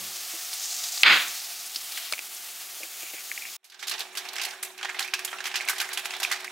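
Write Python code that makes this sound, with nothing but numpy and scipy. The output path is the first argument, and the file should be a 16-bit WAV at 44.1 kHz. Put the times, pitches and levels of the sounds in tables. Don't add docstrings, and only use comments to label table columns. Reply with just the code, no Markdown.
import sys
import numpy as np
from scipy import signal
from scipy.fft import rfft, irfft, next_fast_len
from scipy.io import wavfile
from scipy.ndimage import uniform_filter1d

SR = 44100
rng = np.random.default_rng(int(sys.argv[2]) if len(sys.argv) > 2 else 0)


def dump_mix(stems):
    frames = np.atleast_2d(stems).T
    limited = np.clip(frames, -1, 1)
    pcm = np.round(limited * 32767).astype(np.int16)
    wavfile.write(sys.argv[1], SR, pcm)


N = 287091
FIRST_ENDS_S, SECOND_STARTS_S = 3.566, 3.63
TURN_START_S, TURN_END_S = 1.3, 4

# (time [s], sizzle [dB], lower ring of the pot [dB], upper ring [dB])
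FRY_LEVELS = [(0.0, -36.5, -48, -71), (0.4, -36.5, -47.5, -76), (0.55, -35.5, -43, -57),
              (0.72, -35.5, -38, -48), (0.95, -35, -40, -51), (1.1, -33.5, -45, -40), (1.44, -36, -46, -80),
              (1.73, -39.5, -49, -80), (1.98, -36, -59, -78), (2.19, -39.5, -63, -75), (3.0, -39, -66, -57),
              (3.57, -40, -53, -61)]
# (frequency [Hz], level [dB per Hz])
FRY_COLOUR = [(300, -30), (400, -19), (640, -9.5), (700, 0.5), (800, -4.5), (1000, -10), (1150, -3),
              (1600, -4), (2100, -1.5), (2900, 0.5), (6000, -1.5), (12000, -3), (16000, -5)]
# (time [s], nominal level [dB], frequency [Hz])
SPITS = [(0.536, -22, 9500), (0.839, -20, 4500), (1.017, -18.5, 7000), (0.5303, -21.5, 4200),
         (0.555, -24, 6500), (0.597, -24, 6800), (0.638, -23, 6800), (0.6545, -21, 6900),
         (0.723, -20, 6600), (0.7435, -21, 6570), (0.765, -20, 6000), (0.8565, -24, 6800),
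         (0.922, -20, 7200), (1.007, -21, 6500), (1.401, -27, 5000), (0.9764, -16.5, 5100),
         (1.281, -23, 7070), (1.4497, -25, 4850), (1.664, -24, 9000), (1.746, -23, 4760),
         (1.7592, -15, 4700), (1.9207, -25, 4470), (1.9748, -19.5, 2300), (2.3484, -26, 9000),
         (2.366, -27, 5950)]
# (frequency [Hz], width [Hz])
FRY_POT_RINGS = [(4700, 4350), (6700, 1500)]
# (frequency [Hz], likeness [0-1])
FRY_LIKENESS = [(60, .97), (400, .93), (700, .95), (1300, .988), (4400, .994), (8000, 1.0), (15000, 1.0)]
# (frequency [Hz], likeness [0-1])
FAR_LIKENESS = [(200, .94), (400, .86), (1300, .86), (2400, .9), (4400, .82), (8000, .998), (15000, 1.0)]
AIR_DB = -14
SPIT_CLICK_DB = -2

# (frequency [Hz], level [dB], time to fall 60 dB [s])
THUD_MODES = [(112, -54, 0.58), (190, -49, 0.4), (229, -52, 0.4)]

# (time [s], rumble [dB], hum [dB])
APPLIANCE_LEVELS = [(0, -54.5, -66), (.3, -69.5, -69.5), (1, -67, -69), (1.5, -67, -73), (3.56, -65, -80.5),
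                    (3.575, -105, -92), (3.63, -89, -90), (3.78, -76, -71), (3.9, -64.5, -58.5),
                    (6.51, -64.5, -55.5)]
# (frequency [Hz], level [dB per Hz])
RUMBLE_COLOUR = [(40, -52), (100, -30), (165, -43), (200, -10.5), (270, -15), (340, -1.5), (450, -15),
                 (560, -6), (700, -23), (900, -4), (1300, -53)]
# (frequency [Hz], level [dB])
MOTOR_LINES = [(100, -94), (199, -80), (246, -82.5), (399, -73.5)]
HUM_HZ, HUM_WAVER_HZ = 372.5, 1.47

# (time of the top [s], level [dB], frequency [Hz], spread [ms], crack above the ring [dB])
TICKS = [(2.099, -33, 2400, .4, -12), (2.125, -25.5, 2160, 0.57, 12.5), (2.1359, -16.5, 2330, .8, -4),
         (2.1805, -26, 2400, 0.45, -19), (2.192, -22, 2440, 0.62, -3), (2.8332, -26, 2360, 0.484, -4),
         (3.0667, -33, 2600, 0.48, -14), (3.1834, -33, 2300, .8, -8), (3.316, -18, 2190, 0.5, -15),
         (3.3778, -20.5, 2300, 0.5, -21), (3.423, -29, 2400, .8, -10), (3.4537, -26, 2300, 0.41, -17)]
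# (time [s], level [dB], centre [Hz], share of the free ring time [ratio])
KNOCKS = [(0.336, -43, 320, 1.4), (1.759, -48, 400, 0.69), (2.124, -36, 720, 0.55), (2.805, -45, 560, 0.74),
          (2.828, -45, 380, 1.4), (3.028, -45.5, 427, 0.73), (3.136, -38.5, 376, 0.62)]
# (frequency [Hz], level against the knock [dB], free time to fall 60 dB [s])
BOARD_MODES = [(334, -1, 0.09), (464, -1, 0.063), (525, 5, 0.047), (610, 7, 0.063), (760, 0, 0.035),
               (1000, 2, 0.03)]
# (start [s], length [s], level [dB], frequency [Hz], width [Hz])
SCRAPES = [(1.924, 0.18, -42, 2770, 2500), (3.018, 0.1, -46, 2350, 700), (3.127, 0.094, -45, 2220, 580),
           (3.405, 0.099, -44.5, 2300, 520)]
TICK_T60_S, TICK_TAIL_DB = .012, -16
KNOCK_PUFF_DB = -7
KNOCK_FALL_DB = 14
STROKE_EDGE_S = 0.011
KNIFE_PAN_DB = 3.5
WALL_DB, WALL_LAG_S = -10, .0007

# (frequency [Hz], level [dB per Hz])
BURST_COLOUR = [(60, -58), (113, -26), (140, -43), (190, -14.5), (220, -23), (280, -19), (505, -22),
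                (900, -13.5), (1300, -6), (2340, -2.5), (2910, -6), (3630, -5.5), (4900, -14.5),
                (5600, -29), (9000, -63)]
SNAP_S, SNAP_DB = 1.033, -10
SECOND_SNAP_LAG_S, SECOND_SNAP_DB = .0026, -8
SNAP_HOLD_S = 0.0011
BURST_DB, BURST_SWELL_DB, BURST_SWELL_S, BURST_HOLD_S, BURST_FALL_DB_PER_S = -8, 2, 0.0085, 0.052, 145.5
BURST_BASS_HZ, BURST_BASS_RISE_S = 500, 0.057

# (time [s], seething [dB])
SIMMER_LEVELS = [(3.6, -66), (3.635, -66), (3.68, -69), (3.78, -55), (3.97, -40), (4.05, -44.5),
                 (4.13, -48.5), (4.23, -44), (4.36, -42), (4.48, -40), (4.61, -47), (4.66, -43.5),
                 (4.76, -52), (4.84, -48), (4.98, -42.5), (5.12, -47.5), (5.2, -44.5), (5.38, -44.5),
                 (5.6, -42.5), (5.71, -41), (5.96, -42.5), (6.14, -40), (6.51, -44)]
# (frequency [Hz], level [dB per Hz])
SIMMER_COLOUR = [(200, -38), (290, -13), (450, -7.5), (563, -13.5), (694, 2.5), (979, -2.5), (1530, -3),
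                 (2260, -2.5), (2870, -2), (6430, 2), (15100, -17.5), (16000, -14)]
# (frequency [Hz], width [Hz], level [dB])
SEETHE_RINGS = [(1650, 340, -17), (2300, 290, -15), (3500, 480, -15.5), (5430, 450, -15)]
# (frequency [Hz], likeness [0-1])
SOUP_LIKENESS = [(60, 0.97), (240, 0.94), (950, 1), (1300, 0.9), (3770, 0.59), (9000, 0.6), (15000, 1)]
STEAM_DB = -2.5

# (frequency [Hz], width [Hz], relative level [dB])
SOUP_POT_RINGS = [(808, 23, 14), (1325, 20, 3), (1580, 79, 7), (2040, 1120, 2.5), (3290, 31, -3),
                  (4800, 35, -8)]
# (time [s], peak of the body [dB], middle spit [dB], bright spray [dB], note [Hz], time to fall 60 dB [s])
BUBBLES = [(3.642, -48, -50.5, -51, 2210, 0.24), (3.698, -50, -47.5, -53, 3570, 0.086),
           (3.719, -37.5, -48, -56, 3510, 0.11), (3.743, -39, -43, -58, 1670, 0.044),
           (3.792, -37, -41, -52, 3520, 0.22), (3.826, -23, -33.5, -43, 3600, 0.11),
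           (3.87, -28, -31.5, -34, 3380, 0.098), (3.88, -26, -27, -32, 3560, 0.059),
           (3.893, -25, -28.5, -29.5, 3400, 0.097), (3.912, -21.5, -26, -33, 2700, 0.097),
           (3.937, -26, -29.5, -45, 3530, 0.047), (3.979, -27.5, -33, -49, 2740, 0.06),
           (3.991, -30, -33, -33, 3440, 0.088), (4.005, -25, -29, -35, 3500, 0.09),
           (4.151, -27, -41, -41, 2710, 0.15), (4.171, -21, -26.5, -30, 3400, 0.13),
           (4.251, -27.5, -38, -47, 2650, 0.048), (4.286, -38, -31, -40, 2700, 0.055),
           (4.331, -38, -37, -37, 2540, 0.055), (4.356, -25, -34, -36, 1980, 0.04),
           (4.364, -24, -28.5, -40, 2600, 0.03), (4.382, -20, -28.5, -42, 2200, 0.04),
           (4.395, -21, -32, -48, 2660, 0.075), (4.414, -20.5, -26.5, -31, 2560, 0.09),
           (4.433, -40, -26.5, -33, 2810, 0.064), (4.448, -23, -28, -29, 2050, 0.082),
           (4.485, -27, -41, -50, 2130, 0.047), (4.507, -42, -34, -48, 2710, 0.044),
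           (4.534, -28, -48, -63, 1510, 0.04), (4.627, -26.5, -30, -25.5, 2220, 0.084),
           (4.647, -33, -39, -34, 2600, 0.07), (4.777, -35, -39, -44, 2510, 0.053),
           (4.789, -29, -43, -58, 2570, 0.081), (4.811, -26, -36, -52, 1500, 0.029),
           (4.829, -17, -32, -50, 3240, 0.044), (4.847, -18, -29, -44, 1700, 0.049),
           (4.892, -19.5, -33.5, -53, 1720, 0.064), (4.945, -22, -42, -53, 2020, 0.041),
           (4.992, -18.5, -24, -27.5, 3130, 0.046), (5.003, -20, -29, -33.5, 1670, 0.12),
           (5.026, -31, -30, -38, 3240, 0.061), (5.044, -22, -35, -40, 2290, 0.073),
           (5.076, -27, -36, -42, 2460, 0.06), (5.137, -14, -20.5, -29.5, 2560, 0.061),
           (5.191, -21.5, -32.5, -36, 2450, 0.062), (5.247, -24.5, -28.5, -23, 2320, 0.058),
           (5.277, -22, -41, -48, 3250, 0.052), (5.314, -31, -46, -45, 3160, 0.055),
           (5.329, -21.5, -48, -60, 1285, 0.054), (5.384, -24.5, -58, -54, 2660, 0.061),
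           (5.404, -22, -31, -50, 1630, 0.041), (5.44, -25, -33, -38, 2640, 0.069),
           (5.454, -17.5, -26, -34, 3120, 0.068), (5.466, -21, -31.5, -33, 2040, 0.11),
           (5.513, -24.5, -36.5, -50, 2690, 0.066), (5.541, -16, -28, -45, 2500, 0.07),
           (5.555, -17.5, -23, -31.5, 2700, 0.12), (5.608, -22, -33.5, -40, 2260, 0.11),
           (5.649, -29, -43, -38, 2170, 0.043), (5.676, -19.5, -33, -34, 2640, 0.04),
           (5.686, -15.5, -19.5, -23.5, 2200, 0.027), (5.695, -14.5, -23.5, -22, 1570, 0.083),
           (5.76, -24.5, -33, -44, 1780, 0.038), (5.781, -23, -29.5, -32, 3320, 0.061),
           (5.8, -16, -21.5, -28, 2360, 0.072), (5.813, -16, -25, -26, 1550, 0.07),
           (5.844, -26, -37, -52, 2040, 0.05), (5.889, -22.5, -48, -39, 1800, 0.037),
           (5.93, -26, -30.5, -31, 2020, 0.12), (5.973, -17, -28, -30.5, 3250, 0.079),
           (5.992, -24.5, -32, -32, 2600, 0.055), (6.046, -31, -34, -38, 2680, 0.083),
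           (6.055, -23.5, -31, -31.5, 2520, 0.065), (6.106, -20, -29, -40, 2650, 0.038),
           (6.137, -20, -34, -46, 3450, 0.056), (6.165, -30, -34, -39, 3580, 0.033),
           (6.2, -23.5, -28, -29.5, 1530, 0.052), (6.221, -31, -30, -35, 2650, 0.042),
           (6.23, -17, -21.5, -25.5, 3460, 0.07), (6.249, -20, -35, -36, 2350, 0.039),
           (6.299, -26, -36, -44, 2850, 0.055), (6.313, -14, -24, -28.5, 1980, 0.12),
           (6.324, -17.5, -25.5, -39, 1840, 0.071), (6.36, -23.5, -33, -41, 2180, 0.035),
           (6.401, -30.5, -37.5, -42, 2400, 0.061), (6.444, -22, -31, -37, 2110, 0.047)]
# (time of the top [s], level [dB], frequency [Hz], spread, at least 0.1 used [ms])
PLOPS = [(3.8804, -20, 4200, 0.17), (3.8975, -22, 5000, 0.14), (3.9128, -22, 4000, 0.13),
         (4.0064, -15, 3860, 0.23), (4.789, -27.5, 2800, 0.13), (4.8887, -25, 2000, .5),
         (4.3988, -20, 2610, 0.14), (4.634, -24, 2020, 0.32), (4.8485, -26, 825, 1.4),
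         (4.856, -16, 1770, 0.21), (4.8991, -18, 2100, 0.4), (4.9895, -18, 2980, 0.14),
         (4.9937, -14, 2600, 0.22), (5.0102, -34, 800, 3.2), (5.0275, -20, 3860, 0.36),
         (5.0853, -28, 2520, 1.1), (5.1369, -9.5, 2490, 0.18), (5.33, -17, 1550, 0.18),
         (5.467, -21, 2400, 0.24), (5.2507, -14, 7900, 0.086), (5.5153, -25, 3000, 0.2),
         (5.542, -29, 1700, 0.34), (5.557, -14, 2830, 0.2), (5.567, -24, 2610, 0.3),
         (5.6022, -24, 2300, 0.5), (5.6469, -28, 2400, 0.87), (5.6088, -18.5, 2300, 0.49),
         (5.6874, -14, 2220, 0.89), (5.6937, -19, 2300, 0.24), (5.714, -23, 1850, 0.4),
         (5.7331, -26, 1500, .5), (5.8017, -28, 3500, 0.14), (5.8143, -22, 1620, 0.3),
         (5.8151, -28.5, 775, 0.99), (5.9744, -15, 2940, 0.32), (6.057, -12.5, 2510, 0.11),
         (5.9798, -21, 2800, 0.23), (6.137, -26, 3560, 0.18), (6.151, -22, 3500, 0.19),
         (6.2208, -23, 2600, .15), (6.2218, -29, 810, 1.3), (6.2392, -20, 3860, 0.2),
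         (6.2503, -15, 2490, 0.87), (6.3134, -21, 1990, 0.3), (6.4797, -23.5, 2220, 0.54)]
BODY_CREST_DB = 8
SOUP_PAN_DB, SOUP_PAN_SPREAD_DB = -4.5, 1
RISE_SHARE, RISE_QUICKENS, LONGEST_RISE_S = 0.031, 0.17, 0.0023
POP_DB, POP_CYCLES = 1.5, 2.4
DROPLETS_PER_S, DROPLET_CYCLES, DROPLET_SHARE = 500, 12, 0.43

MONO_BELOW_HZ = 370
CUTOFF_HZ = 15800


def amp(db):
    return np.exp(np.asarray(db) * (np.log(10) / 20))


def rms_one(x):
    return x / np.sqrt(np.mean(x ** 2) + 1e-20)


def in_time(rows):
    s, *columns = np.transpose(rows)
    return [np.interp(np.arange(N) / SR, s, column) for column in columns]


def at_hz(points, hz):
    table_hz, values = np.array(points).T
    return np.interp(np.log(hz), np.log(table_hz), values)


def drift(rate):
    r = np.exp(-80 * np.pi * rate / SR)
    noise = rng.standard_normal(N // 40 + 2002)
    slow = signal.lfilter([1], [1, -2 * r, r * r], noise)[2000:]
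    return np.interp(np.arange(N) / 40, np.arange(len(slow)), rms_one(slow))


def crackle(per_s, spread_db, share):
    pair = rng.standard_normal((2, N))
    born = rng.random(N) < per_s / SR
    sizes = amp(spread_db * np.minimum(rng.exponential(1, N), 5)) * np.sign(pair[1])
    share = np.clip(share, 0, 1)
    pair[0] = np.sqrt(share) * rms_one(sizes * born) + np.sqrt(1 - share) * pair[0]
    return pair


def coloured(source, spectrum, likeness, later=None):
    size = next_fast_len(N, real=True)
    hz = np.maximum(np.fft.rfftfreq(size, 1 / SR), 10)
    mid, side = rfft(source, size) * amp(at_hz(spectrum, hz))
    alike = np.clip([at_hz(likeness, hz), at_hz(later or likeness, hz)], 0, 1)
    near, far = irfft(np.sqrt((1 - alike) / (1 + alike)) * side, size)[:, :N]
    turned = np.interp(np.arange(N) / SR, [TURN_START_S, TURN_END_S], [0, 1])
    side_now = near + turned * (far - near)
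    return rms_one(irfft(mid, size)[:N] + side_now * [[1], [-1]])


def band(x, low_hz, high_hz):
    return rms_one(signal.sosfilt(signal.butter(2, [low_hz, high_hz], "band", fs=SR, output="sos"), x))


def high_pass(x, hz):
    return signal.sosfilt(signal.butter(4, hz, "high", fs=SR, output="sos"), x)


def resonate(x, hz, width_hz):
    r = np.exp(-np.pi * width_hz / SR)
    feedback = [1, -2 * r * np.cos(2 * np.pi * hz / SR), r * r]
    return signal.lfilter(np.array([1, 0, -1]) * (1 - r * r) / 2, feedback, x)


def resonate_twice(x, hz, width_hz):
    return rms_one(resonate(resonate(x, hz, width_hz), hz, 2 * width_hz))


def add(out, s, sound):
    i = round(s * SR)
    out[..., i:i + sound.shape[-1]] += sound[..., :N - i]


def add_blip(out, s, peak_db, hz, spread_ms, sides=1):
    t = np.arange(-SR // 100, SR // 100) / SR
    bell = np.exp(-.5 * (1000 * t / max(spread_ms, .1)) ** 2)
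    add(out, s + t[0], sides * amp(peak_db) * bell * np.sin(2 * np.pi * hz * t))


def thud():
    out, t = np.zeros(N), np.arange(SR) / SR
    ring = sum(amp(level_db - 60 * t / t60) * np.sin(2 * np.pi * hz * t) for hz, level_db, t60 in THUD_MODES)
    add(out, 0, ring * (1 - np.exp(-t / .012)))
    return out


def frying():
    sizzle_db, *rings_db = in_time(FRY_LEVELS)
    source = crackle(3000, spread_db=3.0, share=0.2) * amp(0.86 * drift(23))
    out = amp(sizzle_db) * coloured(source, FRY_COLOUR, FRY_LIKENESS, FAR_LIKENESS)
    wide = coloured(source, [(100, 0.0034), (16000, 0)], FRY_LIKENESS, FAR_LIKENESS)
    out += amp(sizzle_db + AIR_DB) * band(wide, 5300, 22000)
    for (hz, width_hz), level_db in zip(FRY_POT_RINGS, rings_db):
        out += amp(level_db + 2.0 * drift(30)) * resonate_twice(wide, hz, width_hz)
    t = np.arange(SR // 20) / SR
    for s, peak_db, hz in SPITS:
        hiss = rng.standard_normal(len(t))
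        spit = rms_one(resonate(hiss, hz, 1200.0)) + 0.14 * band(hiss, 1800, 20000)
        click = amp(SPIT_CLICK_DB - 60 * t / .0012) * np.sin(2 * np.pi * hz * t)
        add(out, s, amp(peak_db) * high_pass(amp(-9.0 - 60 * t / 0.046) * spit + click, 900))
    return out


def appliances():
    rumble_db, hum_db = in_time(APPLIANCE_LEVELS)
    rumble = coloured(rng.standard_normal((2, N)), RUMBLE_COLOUR, [(100, 0.72), (900, 0.38)])
    hum_phase = 2 * np.pi * np.cumsum(HUM_HZ + HUM_WAVER_HZ * drift(2.4)) / SR
    motor = np.zeros(N)
    for hz, level_db in MOTOR_LINES:
        phase = 2 * np.pi * np.cumsum(hz + .8 * drift(2.6)) / SR
        motor += amp(level_db + 1.6 * drift(3)) * np.sin(phase)
    low = amp(rumble_db) * (rumble + motor / amp(APPLIANCE_LEVELS[1][1]))
    return low + amp(hum_db + 2.5 + 1.1 * drift(3.4)) * np.sin(hum_phase)


def knife():
    out, t = np.zeros(N), np.arange(SR // 10) / SR
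    for s, peak_db, hz, spread_ms, crack_db in TICKS:
        hiss = rng.standard_normal(len(t))
        add_blip(out, s, peak_db, hz, spread_ms)
        tail = amp(TICK_TAIL_DB - 60 * t / 0.054) * rms_one(resonate(hiss, hz, 470.0))
        crack = amp(crack_db - 60 * t / TICK_T60_S) * band(hiss, 560, 7800)
        shape = (1 - np.exp(-t / 0.00075)) * amp(peak_db)
        add(out, s - 2 * spread_ms / 1000, shape * (tail + crack))
    for s, peak_db, centre_hz, free in KNOCKS:
        for hz, level_db, t60 in BOARD_MODES:
            own_db = rng.normal(0, 1.5)
            loss_db = KNOCK_FALL_DB * np.log2(hz / centre_hz) ** 2
            fall = amp(peak_db + level_db + own_db - loss_db - 60 * t / (free * t60))
            add(out, s, fall * (1 - np.exp(-t / 0.0016)) * np.sin(2 * np.pi * hz * t))
        puff = band(rng.standard_normal(len(t)), 0.59 * centre_hz, 1.8 * centre_hz)
        add(out, s, amp(peak_db + KNOCK_PUFF_DB - 60 * t / 0.039) * puff)
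    grit = crackle(480, spread_db=-3.5, share=0.35)[0]
    now = np.arange(N) / SR
    for s, length_s, level_db, hz, width_hz in SCRAPES:
        stroke = np.clip(np.minimum(now - s, s + length_s - now) / STROKE_EDGE_S, 0, 1)
        out += amp(level_db) * stroke * resonate_twice(grit, hz, width_hz)
    return high_pass(out, 216)


def burst():
    t = np.maximum(np.arange(N) / SR - SNAP_S, 0)
    source = crackle(1500, spread_db=3.0, share=0.22)
    hiss = coloured(source, BURST_COLOUR, [(100, 0.96), (600, 0.95), (8000, 0.71)])
    upper = signal.sosfilt(signal.butter(1, BURST_BASS_HZ, "high", fs=SR, output="sos"), hiss)
    start = 1 - np.exp(-t / 0.00013)
    level_db = BURST_DB - BURST_SWELL_DB * np.exp(-t / BURST_SWELL_S)
    level_db -= BURST_FALL_DB_PER_S * np.maximum(t - BURST_HOLD_S, 0)
    bass = np.minimum(t / BURST_BASS_RISE_S, 1) ** 2 * (hiss - upper)
    rush = amp(level_db + 0.98 * drift(60)) * (start * upper + bass)
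    snap = start * amp(-60 * np.maximum(t - SNAP_HOLD_S, 0) / 0.017)
    snap += amp(SECOND_SNAP_DB - 60 * (t - SECOND_SNAP_LAG_S) / 0.014) * (t > SECOND_SNAP_LAG_S)
    ring = amp(SNAP_DB - 21) * high_pass(band(hiss * snap, 900, 7900), 700)
    crack = amp(-9 - 60 * t / .007) * start * band(rng.standard_normal(N), 4000, 13000)
    return (rush + ring + crack) * amp([[-.7], [.7]])


def simmer():
    seethe_db, = in_time(SIMMER_LEVELS)
    fine = coloured(crackle(2000, spread_db=7.0, share=0.084), SIMMER_COLOUR, SOUP_LIKENESS)
    rings = sum(amp(db + 2.0 * drift(14)) * rms_one(resonate(fine, hz, width)) for hz, width, db in SEETHE_RINGS)
    low = amp(seethe_db + 1.86 * drift(33)) * (band(fine, 246, 3900) + rings)
    high = amp(seethe_db + STEAM_DB + 2.0 * drift(14)) * band(fine, 4030, 21000)
    return low * amp([[-1.8], [1.8]]) + high * amp([[-1.1], [1.1]])


def droplets(low_hz, high_hz):
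    sizes = amp(1.6 * np.minimum(rng.exponential(1, N), 3))
    born = (rng.random(N) < DROPLETS_PER_S / SR) * sizes
    dealt = rng.integers(0, 16, N)
    out = np.zeros(N)
    for k, hz in enumerate(np.geomspace(low_hz, high_hz, 16)):
        clicks = born * (dealt == k) + 1e-18
        out += hz ** -.5 * resonate(clicks, hz, 2.5 * hz / DROPLET_CYCLES)
    return rms_one(out)


def random_sides():
    pan_db = SOUP_PAN_DB + SOUP_PAN_SPREAD_DB * rng.standard_normal()
    return amp([[pan_db / 2], [-pan_db / 2]])


def sputters():
    source = crackle(1500, spread_db=2.5, share=0.3)
    wide = coloured(source, [(100, 0.0), (6000, 23.0), (16000, 15)], SOUP_LIKENESS)
    pot = np.zeros((2, N))
    for k, (hz, width, db) in enumerate(SOUP_POT_RINGS):
        pot += (-1) ** k * amp(db) * resonate(wide, hz, width)
    body = rms_one(band(wide, 920, 2160) + 0.98 * rms_one(pot) + DROPLET_SHARE * droplets(1100, 3500))
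    spit = rms_one(band(wide, 2390, 5450) + DROPLET_SHARE * droplets(3220, 6930))
    spray = band(wide, 7240, 14500)
    powers, notes, t = np.zeros((3, 2, N)), np.zeros((2, N)), np.arange(SR // 5) / SR
    for s, peak_db, spit_db, spray_db, hz, t60 in BUBBLES:
        body_db = peak_db - BODY_CREST_DB
        sides = random_sides()
        rise_s = RISE_SHARE * t60 * amp(-RISE_QUICKENS * (peak_db + 24.5))
        rise_s = np.clip(rise_s, .0003, LONGEST_RISE_S)
        swell, after = np.minimum(t / rise_s, 1) ** 2, np.maximum(t - rise_s, 0)
        # (level [dB], stretch of the fade, strength of the panning)
        puffs = [(body_db - 3.5, 1.2, .95), (spit_db, 1.05, 1.05), (spray_db, .8, .35)]
        for power, (level_db, slower, spread) in zip(powers, puffs):
            fall = amp(-120 * after / (max(t60, .01) * slower))
            fall += amp(2 * -18 - 120 * after / (0.53 * slower))
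            add(power, s, amp(2 * level_db) * fall * swell * sides ** (2 * spread))
        clear = (body_db - spit_db + 7.5) / 12 - rise_s / 0.036 - max(hz - 2600, 0) / 900
        note = np.sin(2 * np.pi * hz * t * (1 + 1.86 * t))
        add(notes, s, np.clip(clear, 0, 1) * amp(body_db - 60 * after / 0.036) * swell * note * sides)
        pop = amp(peak_db + POP_DB - 60 * t * hz / POP_CYCLES) * np.sin(2 * np.pi * hz * t)
        add(notes, s, pop * sides)
        whistle = rms_one(resonate(rng.standard_normal(len(t)), hz, 360.0))
        add(notes, s, amp(body_db - 8.5 - 60 * after / 0.2) * swell * whistle * sides)
    puffed = sum(np.sqrt(power) * sound for power, sound in zip(powers, [body, spit, spray]))
    return high_pass(notes, 690) + puffed


def plops():
    out = np.zeros((2, N))
    for row in PLOPS:
        add_blip(out, *row, sides=random_sides())
    return high_pass(out, 480)


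def scene():
    t = np.arange(N) / SR
    blade = knife()
    wall = amp(WALL_DB) * np.interp(t - WALL_LAG_S, t, high_pass(blade, 830)) * [[1], [-1]]
    board = blade * amp([[KNIFE_PAN_DB / 2], [-KNIFE_PAN_DB / 2]])
    first = thud() + frying() + board + wall + burst()
    second = simmer() + sputters() + plops()
    in_gap = amp(-14.0) * (t > FIRST_ENDS_S)
    return first * (t < FIRST_ENDS_S) + second * np.where(t > SECOND_STARTS_S, 1, in_gap) + appliances()


def record(dry):
    level_db = 10 * np.log10(uniform_filter1d(np.mean(dry ** 2, axis=0), size=88) + 1e-12)
    release = 360.0 * np.arange(N) / SR
    held_db = np.maximum.accumulate(level_db + release) - release
    duck_db = -.8 * np.maximum(held_db + 12.5, 0)
    duck = signal.lfilter([.02], [1, -.98], amp(duck_db), zi=[.98])[0]
    left, right = np.tanh(dry * duck)
    side = signal.sosfilt(signal.butter(2, MONO_BELOW_HZ, "high", fs=SR, output="sos"), left - right)
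    pair = (left + right + side * [[1], [-1]]) / 2
    thin = high_pass(pair, 85)
    return signal.sosfilt(signal.ellip(12, .5, 70, CUTOFF_HZ, fs=SR, output="sos"), thin)


dry = scene()
out = record(dry)
dump_mix(out)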